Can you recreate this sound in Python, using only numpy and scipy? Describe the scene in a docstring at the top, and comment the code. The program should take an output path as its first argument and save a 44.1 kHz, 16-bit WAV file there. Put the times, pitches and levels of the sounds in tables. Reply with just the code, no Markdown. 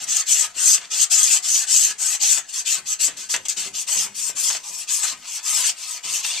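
"""Wax shears off in a grainy hiss, stroke after stroke, as a scraper goes to and fro along a ski's edge.
Breaking-wax noise makes the hiss, the blade's rasp and the ringing of the ski's body.
Sine modes thud dully as the ski bumps in its vice; noise bursts tick as flakes snap and knock as the
blade catches, and brief wavering tones squeak. A workshop reverberates around a camera's two ports."""
import sys
import numpy as np
from scipy import signal
from scipy.fft import rfft, irfft
from scipy.io import wavfile
from scipy.ndimage import uniform_filter1d, minimum_filter1d

SR = 44100
rng = np.random.default_rng(int(sys.argv[2]) if len(sys.argv) > 2 else 0)


def dump_mix(stems):
    """Bounce the given channels to the path in sys.argv[1] as a 16-bit WAV at rate SR."""
    frames = np.atleast_2d(stems).T  # one column per channel
    limited = np.clip(frames, -1, 1)  # hard clip at full scale
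    pcm = np.round(limited * 32767).astype(np.int16)
    wavfile.write(sys.argv[1], SR, pcm)


N = 282240
TIME = np.arange(N) / SR
FREQS = np.fft.rfftfreq(N, 1 / SR)


def from_db(db):
    """Decibels to gain."""
    return 10 ** (np.asarray(db) / 20)


def evened(x):
    """Scales to rms 1."""
    return x / np.sqrt(np.mean(x ** 2) + 1e-20)


def read(points, hz):
    """Reads a table on a log-frequency axis."""
    f, value = np.transpose(points)
    return np.interp(np.log(hz + 1), np.log(f + 1), value)


def wobble(rate_hz):
    """Slow random drift of rms 1, made of noise below about the given rate."""
    spectrum = rfft(rng.standard_normal(N))
    return evened(irfft(spectrum / (1 + (FREQS / rate_hz) ** 4), N))


# air resonance of each microphone port: (frequency [Hz], level [dB])
LEFT_PORT_RESPONSE = [(100, -6), (3000, 1), (5300, 5.5), (6300, 7.5), (7000, 9.5), (7650, 13), (8300, 10),
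                      (9200, 4), (10000, -1), (12000, -10.5), (14000, -3)]
RIGHT_PORT_RESPONSE = [(100, -7.5), (3000, -0.5), (5300, 3.5), (5900, 6.5), (6350, 12.5), (6750, 4),
                       (7200, 1), (8000, -4.5), (10000, -15), (12000, -29), (14000, -32)]
# how alike the two ports hear: (frequency [Hz], likeness [0-1])
PORT_LIKENESS = [(50, 0), (200, 0.2), (800, 0.95), (3000, 0.97), (4500, 0.73), (5500, 0.5), (6500, 0.16),
                 (7500, 0.14), (14000, 0.4)]


def at_ports(pair, spectrum, ring=1):
    """Colours two unrelated excitations into what the two resonant ports hear; their mean has rms 1."""
    shared, apart = rfft(pair)
    same = read(PORT_LIKENESS, FREQS)
    left = shared * from_db(read(LEFT_PORT_RESPONSE, FREQS))
    right = same * shared + np.sqrt(1 - same ** 2) * apart
    right = right * from_db(read(RIGHT_PORT_RESPONSE, FREQS))
    coloured = np.array([left, right]) * from_db(read(spectrum, FREQS)) * ring
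    heard = irfft(coloured, N)
    return heard / np.std(heard.mean(0))


# spectrum of the room's still air: (frequency [Hz], level [dB])
AIR_SPECTRUM = [(20, 6.5), (50, -1), (100, -3.5), (300, -2), (1000, -5), (4000, -18), (14000, -41)]


def room_air():
    """The still air of the room: steady, low-weighted noise."""
    return from_db(-63.5) * at_ports(rng.standard_normal((2, N)), AIR_SPECTRUM)


RASP_SWELL, BODY_SWELL = 0.26, 0.017  # share of the hiss's swell that the rasp and the body follow
GRIND_S = 0.073  # the slowing blade digs in over about this long
DIG_DB, DIG_S = 3, 0.032  # the blade rasps harder as it first digs in
# as the blade lifts, hiss and rasp stop quickly while the ski rings down
LIFT_DB_PER_S, RING_DOWN_DB_PER_S = 708, 321


def stroke(start, length, bite_s, crest, swell_db, hiss_db, rasp_db, body_db, lean_db, grind_db):
    """Gains of hiss, rasp and body: the hiss follows the hand's speed; rasp and body shift as it slows."""
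    age = TIME[(TIME >= start) & (TIME < start + length + .2)] - start
    crest = np.clip(crest, .05, .95)
    travel = np.interp(age, [0, crest * length, length], [0, .5, 1])
    speed = abs(np.sin(np.pi * travel))
    sag_db = swell_db * (speed - 1)
    lifted = np.maximum(age - length, 0)
    finish = np.exp(np.minimum(age - length, 0) / GRIND_S)
    dig_db = DIG_DB * np.exp(-age / DIG_S)
    levels = [hiss_db + sag_db - LIFT_DB_PER_S * lifted,
              rasp_db + dig_db + RASP_SWELL * sag_db + lean_db * finish - LIFT_DB_PER_S * lifted,
              body_db + BODY_SWELL * sag_db + grind_db * finish - RING_DOWN_DB_PER_S * lifted]
    return np.minimum(age / bite_s, 1) * from_db(levels)


RESTING_DB = (-51.5, -52.5, -57)  # the blade brushes the ski between strokes: (hiss, rasp, body)
# pushes and pulls of the scraper: (start [s], length [s], bite [s], place of top speed [0-1, kept to .05-.95],
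# swell of the hiss [dB], wax hiss level [dB], blade rasp level [dB], ski body level [dB],
# change of the rasp at the finish [dB], change of the body at the finish [dB])
SCRAPER_STROKES = [(0.001, 0.053, 0.0013, 0.8, 15.0, -28, -37.5, -48, 0.0, 5),
                   (0.062, 0.16, 0.027, 0.92, 8.5, -22, -31, -43, 3.5, 4.5),
                   (0.255, 0.2, 0.033, 0.35, 9.0, -17.0, -27.5, -44.5, 1, 9.5),
                   (0.536, 0.24, 0.067, 0.82, 20.5, -12.5, -26, -41.5, -0.5, 1.5),
                   (0.791, 0.065, 0.028, 0.42, 8, -47.5, -40, -43, -1.5, 0),
                   (0.899, 0.15, 0.02, 0.98, 15.5, -17.5, -27.5, -45, 4, 4),
                   (1.095, 0.28, 0.029, 0.29, 1.5, -18.0, -26, -40, 3, 2),
                   (1.418, 0.22, 0.034, 0.64, 11.5, -17.5, -29.5, -46.5, 3, 7.5),
                   (1.663, 0.25, 0.031, 0.49, 14.5, -14.5, -26, -46, 1.5, 7),
                   (1.977, 0.18, 0.037, 0.52, 5, -21.5, -34.5, -43.5, 9, 3.5),
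                   (2.192, 0.2, 0.035, 0.55, 8.5, -17, -23.5, -40.5, -5.5, -2.5),
                   (2.481, 0.039, 0.013, 0.38, 10, -36.5, -41.5, -56, -0.5, -2),
                   (2.518, 0.094, 0.027, 0.89, 7.0, -23.5, -37.5, -50, 6, 4),
                   (2.645, 0.15, 0.029, 0.44, 17, -19.5, -22.5, -44, -8, 3),
                   (2.849, 0.1, 0.024, 0.74, 12, -24, -33.0, -51, -2, 3),
                   (2.985, 0.1, 0.024, 0.65, 12, -18.5, -24.5, -42.5, -6, -1),
                   (3.162, 0.082, 0.012, 0.24, 4, -34.5, -39, -49, 1.5, 1.5),
                   (3.288, 0.07, 0.011, 0.86, 10, -23, -31.0, -45, -1.5, 2.5),
                   (3.449, 0.011, 0.01, 0.52, 4, -33, -36.5, -41, 3, -1),
                   (3.483, 0.043, 0.004, 0.3, 4, -30, -31, -43, -2.5, -3),
                   (3.561, 0.12, 0.018, 0.3, 5, -28.5, -27, -40, -5, -2),
                   (3.728, 0.11, 0.021, 0.89, 10.5, -27, -31.5, -49.5, -2, -0.5),
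                   (3.864, 0.2, 0.022, 0.68, 7.5, -22, -27.5, -41.5, -6.5, 3.5),
                   (4.14, 0.17, 0.02, 0.62, 8, -26, -36.5, -55, -0.5, 12),
                   (4.348, 0.221, 0.023, 0.46, 12.5, -20, -32, -44.5, 5, 4.5),
                   (4.628, 0.21, 0.015, 0.85, 8, -31.5, -40, -49.5, 4, -0.5),
                   (4.868, 0.18, 0.024, 0.48, 17, -21.5, -27.5, -48.5, -14, 8.5),
                   (5.018, 0.11, 0.02, 0, 12, -24, -31, -42.5, 2, 1.5),
                   (5.204, 0.2, 0.046, 0.82, 22.5, -29.5, -39, -47.5, 7, 3.5),
                   (5.422, 0.28, 0.06, 0.42, 3.5, -21.5, -30.5, -40, 8.5, 0),
                   (5.755, 0.23, 0.052, 0.92, 12.0, -31, -36.0, -48.5, 1.5, 3.5),
                   (6.027, 0.19, 0.023, 0.92, 11, -25.5, -30.5, -41, 0.5, -6),
                   (6.222, 0.17, 0.025, 0, 13.5, -27.5, -28.5, -42, 5, -1.5)]


def effort():
    """All strokes add in power over the light touch of the resting blade: gains of hiss, rasp and body."""
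    power = np.outer(from_db(RESTING_DB) ** 2, np.ones(N))
    for row in SCRAPER_STROKES:
        gains = stroke(*row)
        first = np.searchsorted(TIME, row[0])
        power[:, first:first + gains.shape[1]] += gains ** 2
    return np.sqrt(power)


def fractures(per_s, spread_db, smooth):
    """Tiny breaks in the wax, uneven in size, over smooth sliding friction."""
    size = from_db(spread_db * np.minimum(rng.exponential(1, N), 6))
    breaks = size * (rng.random(N) < per_s / SR)
    grains = evened(breaks * rng.choice([-1., 1.], (2, N)))
    return grains + smooth * rng.standard_normal((2, N))


def wandering(pair, spread_db, span_hz, hold_s):
    """As the blade travels it favours ever other modes: narrow bands swell and fade."""
    hz, t, z = signal.stft(pair, SR, nperseg=1024, noverlap=768)
    lag = np.fft.fftfreq(len(hz), hz[1])[:, None]
    rate = np.fft.fftfreq(len(t), t[1])
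    smooth = np.exp(-(lag * span_hz) ** 2 - (rate * hold_s) ** 2)
    chance = np.fft.fft2(rng.standard_normal(smooth.shape))
    field = evened(np.fft.ifft2(chance * smooth).real)
    gain = from_db(spread_db * np.clip(field, -2, 2))
    return signal.istft(z * gain, SR, nperseg=1024, noverlap=768)[1][:, :N]


# what the ski rings with: (frequency [Hz], width [Hz], level over the broad response [dB])
SKI_MODES = [(182, 8.3, 10), (314, 11, 9.5), (459.5, 20, 10.5), (666, 94, 8), (831, 33, 4.5),
             (993, 23, 6.5), (1250, 30, 6), (1541, 24, 7), (1700, 18, 8), (1860, 130, 3), (2260, 76, -7.5),
             (2490, 39, 3.5), (2662, 41, 5.5), (2812, 27, 6.5), (3035, 22, 6.5), (3100, 51, 4.5),
             (3300, 29, 5), (3504, 42, 4.5), (4570, 170, -0.5)]


def ski_response():
    """Resonances on top of the ski's broad response; a negative level makes a dip."""
    return 1 + sum((from_db(db) - 1) / (1 + 2j * (FREQS - hz) / width) for hz, width, db in SKI_MODES)


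# how far the work has moved out towards the ski's end: (time [s], share [0-1])
OUTWARD_TRAVEL = [(0, 0.18), (2.4, 0.36), (4.2, 0.86), (4.8, 0.98), (6.4, 1)]
# wax hiss at the ski's middle and near its end: (frequency [Hz], level [dB])
HISS_MIDDLE_SPECTRUM = [(500, -69), (2000, -40), (3800, -13), (5400, -5), (6350, 4), (7600, 2), (9500, -4),
                        (12000, 3), (14000, -5.5)]
HISS_END_SPECTRUM = [(500, -50), (2000, -33), (3800, -21.5), (5200, 1), (6350, 0), (7600, 1), (9500, 1.5),
                     (12000, 5.5), (14000, 0)]
# rasp of the blade: (frequency [Hz], level [dB])
RASP_SPECTRUM = [(300, -38), (1000, -31), (2150, -4.5), (2650, 2), (3300, 1.5), (3800, -0.5), (4500, 3.5),
                 (5500, -2.5), (8000, -3), (14000, -43)]
# the ski's body at its middle and near its end: (frequency [Hz], level [dB])
BODY_MIDDLE_SPECTRUM = [(60, -44), (250, -29), (420, -9.5), (560, -15), (760, 1.5), (1000, -4.5), (1300, 4),
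                        (1800, 3), (2200, 4), (2800, -10), (3800, -11), (6000, -38)]
BODY_END_SPECTRUM = [(60, -32), (250, -14.5), (550, -13), (760, -3), (1030, 6), (1300, 4), (1750, -4),
                     (2200, 8), (2800, 0.5), (3800, -24), (6000, -39)]


def scraping():
    """Breaking wax hisses, the blade rasps and the ski's body sounds beneath them."""
    hiss_gain, rasp_gain, body_gain = effort()
    outward = np.interp(TIME, *np.transpose(OUTWARD_TRAVEL))
    grip = wobble(rate_hz=24)  # the blade grips and slides unevenly
    judder = wobble(rate_hz=100)
    ring = ski_response()
    wax = fractures(per_s=2500, spread_db=2.0, smooth=1.0)
    wax = wandering(wax, spread_db=4.5, span_hz=363, hold_s=0.064)
    blade = fractures(per_s=3000, spread_db=2.0, smooth=0.65)
    blade = wandering(blade, spread_db=4.0, span_hz=208, hold_s=0.037)
    ski = fractures(per_s=1500, spread_db=0.5, smooth=0.82)
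    ski = wandering(ski, spread_db=4.5, span_hz=121, hold_s=0.086)

    shear = (1 - outward) * at_ports(wax, HISS_MIDDLE_SPECTRUM) + outward * at_ports(wax, HISS_END_SPECTRUM)
    hiss = shear * hiss_gain * from_db(1.22 * grip + 0.13 * judder)
    rasp = at_ports(blade, RASP_SPECTRUM, ring) * rasp_gain * from_db(0.68 * grip + 0.37 * judder)
    # the free end rings more sharply than the clamped middle
    middle = at_ports(ski, BODY_MIDDLE_SPECTRUM, ring)
    end = at_ports(ski, BODY_END_SPECTRUM, ring * abs(ring) ** 0.38)
    body = (1 - outward) * middle + outward * end
    return hiss + rasp + body * body_gain * from_db(0.26 * wobble(rate_hz=78))


# workshop reverberation: (frequency [Hz], t60 [s])
ROOM_DECAY = [(150, 0.88), (800, 0.22), (2500, 0.2), (6000, 0.13), (14000, 0.13)]


def workshop(x):
    """A short, cluttered room: sparse reflections, the treble dying first."""
    taps = rng.choice([-1., 1.], (2, SR // 2)) * (rng.random((2, SR // 2)) < 2500 / SR)
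    taps[:, :SR // 200] = 0  # no reflection in the first 5 ms
    hz, t, z = signal.stft(taps, SR, nperseg=256)
    same = 1 / (1 + (hz[:, None] / 450) ** 2)  # long waves reach both ports alike
    z[1] = same * z[0] + np.sqrt(1 - same ** 2) * z[1]
    decay = from_db(-60 * t / read(ROOM_DECAY, hz)[:, None])
    tail = signal.istft(z * decay, SR, nperseg=256)[1]
    return signal.fftconvolve(x, tail / np.linalg.norm(tail[0]), axes=1)[:, :N]


# the pushes bump the ski in the vice: (time [s], level before a common 9 dB cut [dB])
VICE_BUMPS = [(0.018, -44), (0.078, -45.5), (0.392, -53), (0.439, -48), (0.558, -46), (0.783, -49),
              (1.275, -45), (1.836, -43), (2.037, -49), (2.778, -45), (3.071, -37), (3.173, -44.5),
              (3.35, -38.5), (3.567, -38.5), (3.66, -39.5), (3.961, -38), (4.05, -42.5), (4.171, -48),
              (4.287, -45), (4.346, -45), (4.49, -43), (4.691, -45.5), (5.119, -42.5), (5.531, -42.5),
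              (5.59, -44.5), (6.048, -42), (6.12, -45), (6.268, -53)]
# the clamped ski's bending modes: (frequency [Hz], level [dB], t60 [s])
BENDING_MODES = [(107, -9, 0.13), (147.5, -4.5, 0.079), (187.3, -3, 0.12), (240.4, -5, 0.16),
                 (312, -1.5, 0.067), (390, -5.5, 0.16), (471, -2.5, 0.076), (572, -3.5, 0.18)]


def bumps():
    """Each bump rings the bending modes, a little differently as the hand damps and loads the ski."""
    out, age = np.zeros(N), np.arange(SR // 3) / SR
    chance = rng.standard_normal((len(VICE_BUMPS), len(BENDING_MODES), 3))
    rise = 1 - np.exp(-age / 0.0014)
    for (s, db), draws in zip(VICE_BUMPS, chance):
        thud = np.zeros(len(age))
        for (hz, mode_db, t60), (size, load, turn) in zip(BENDING_MODES, draws):
            loudness = from_db(mode_db + 2.5 * size - 60 * age / t60)
            thud += loudness * np.sin(2 * np.pi * (hz * (1 + 0.043 * load) * age + turn))
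        part = out[round(s * SR):][:len(age)]
        part += (from_db(db - 9) * thud * rise)[:len(part)]
    return out * from_db([[1], [-1]])  # slightly to the left


def blow(s, db, t60, rise_s):
    """Envelope of one blow: a quick rise, then a steady dying away."""
    age = np.maximum(TIME - s, 0)
    fall_db = np.minimum(60 * age / max(t60, .005), 200)
    return (1 - np.exp(-age / rise_s)) * from_db(db - fall_db)


# flakes of wax snap off: (time [s], level before a common 4.5 dB cut [dB], t60 [s])
WAX_SNAPS = [(0.1679, -5, 0.027), (0.7155, -4, 0.023), (0.7298, -5, 0.04), (1.011, -5.5, 0.068),
             (1.23, -1, 0.07), (1.329, -10, 0.066), (2.1344, -25, 0.03), (3.331, -16, 0.03),
             (3.3624, -11.5, 0.021), (3.4526, -28, 0.055), (3.484, -11.5, 0.024), (3.4955, -15, 0.05),
             (6.1376, -17, 0.032)]


def snaps():
    """A snapping flake only ticks: a short burst of noise with the colour of the wax."""
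    ticks = sum(blow(s, db, t60, rise_s=0.00031) for s, db, t60 in WAX_SNAPS)
    return from_db(-4.5) * ticks * at_ports(rng.standard_normal((2, N)), HISS_MIDDLE_SPECTRUM)


# the blade sticks and slips: (middle [s], length [s], frequency [Hz], level [dB])
BLADE_SQUEAKS = [(0.677, .03, 7750, -13), (2.915, .06, 7600, -25), (3.048, .11, 7750, -19),
                 (6.252, .014, 2720, -26), (6.254, .02, 3530, -27), (6.307, .028, 3530, -26),
                 (6.318, .018, 2780, -27), (6.364, .03, 3600, -29), (6.383, .024, 2390, -30),
                 (6.393, .016, 4220, -29)]


def squeaks():
    """The blade's stick and slip as short unsteady sine tones, each heard through the two ports."""
    out, waver = np.zeros((2, N)), wobble(rate_hz=110)
    for s, length, hz, db in BLADE_SQUEAKS:
        near = abs(TIME - s) < length / 2
        swell = np.cos(np.pi * (TIME[near] - s) / length)
        pitch = hz * (1 + 0.023 * waver[near])
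        tone = np.sin(2 * np.pi * np.cumsum(pitch) / SR)
        ports = from_db([read(LEFT_PORT_RESPONSE, hz), read(RIGHT_PORT_RESPONSE, hz)])
        out[:, near] += np.outer(ports / ports.mean(), from_db(db) * swell * tone)
    return out


HEFT_HZ = 710  # a heavy catch moves the whole ski, below this pitch
CRACK_DB, CRACK_T60_S = -7.5, .025  # crack of the blade's own edge, its level relative to the catch's
# the blade catches on the edge and knocks the ski: (time [s], level before the knock's 8.5 dB cut [dB],
# ring t60 [s], weight of the low part [dB])
BLADE_CATCHES = [(0.779, -21.5, 0.054, -1), (2.375, -20.5, 0.13, 2), (3.079, -25, 0.26, 4),
                 (3.34, -9.5, 0.12, -3.5), (4.295, -29.5, 0.1, 13), (4.501, -17, 0.11, -3),
                 (4.548, -20.5, 0.11, 2), (5.038, -22, 0.38, -8), (5.575, -23.5, 0.24, 2),
                 (5.639, -20, 0.1, -11), (6.249, -17.5, 0.041, -24)]
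# knock of a catching blade: (frequency [Hz], level [dB])
KNOCK_SPECTRUM = [(100, -17), (450, -6.5), (900, -1), (1800, 4.5), (3600, 1.5), (5000, -9), (8000, -7),
                  (14000, -17)]


def catches():
    """A catch cracks and sets the ski's dense modes ringing, a heavy one its low ones too."""
    knock_noise, crack_noise = rng.standard_normal((2, 2, N))
    knock = at_ports(knock_noise, KNOCK_SPECTRUM, ski_response()) * from_db(-8.5)
    low = irfft(rfft(knock) / (1 + (FREQS / HEFT_HZ) ** 6), N)
    high = knock - low
    crack = at_ports(crack_noise, RASP_SPECTRUM)
    out = np.zeros((2, N))
    for s, db, t60, low_db in BLADE_CATCHES:
        out += blow(s, db, t60, rise_s=0.0001) * (high + from_db(low_db) * low)
        out += blow(s, db + CRACK_DB, CRACK_T60_S, rise_s=.0002) * crack
    return out


def scene():
    """The work on the ski, its reflections and the still air of the room."""
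    air = room_air()
    work = scraping() + snaps() + squeaks() + catches()
    thuds = bumps()
    reflections = workshop(from_db(-11) * work + from_db(-5.5) * thuds)
    return work + thuds + reflections + air


def record(dry):
    """The camera limits the band before and after a fast limiter that holds down the highest peaks."""
    lowpass = signal.firwin(601, 14300, window=("kaiser", 8), fs=SR)[None]  # cutoff in Hz
    band = signal.oaconvolve(dry, lowpass, "same", axes=1)
    allowed = .97 / np.maximum(abs(band).max(0), .97)
    gain = uniform_filter1d(minimum_filter1d(allowed, size=301), size=201)
    return signal.oaconvolve(band * gain, lowpass, "same", axes=1)


dry = scene()
out = record(dry)
dump_mix(out)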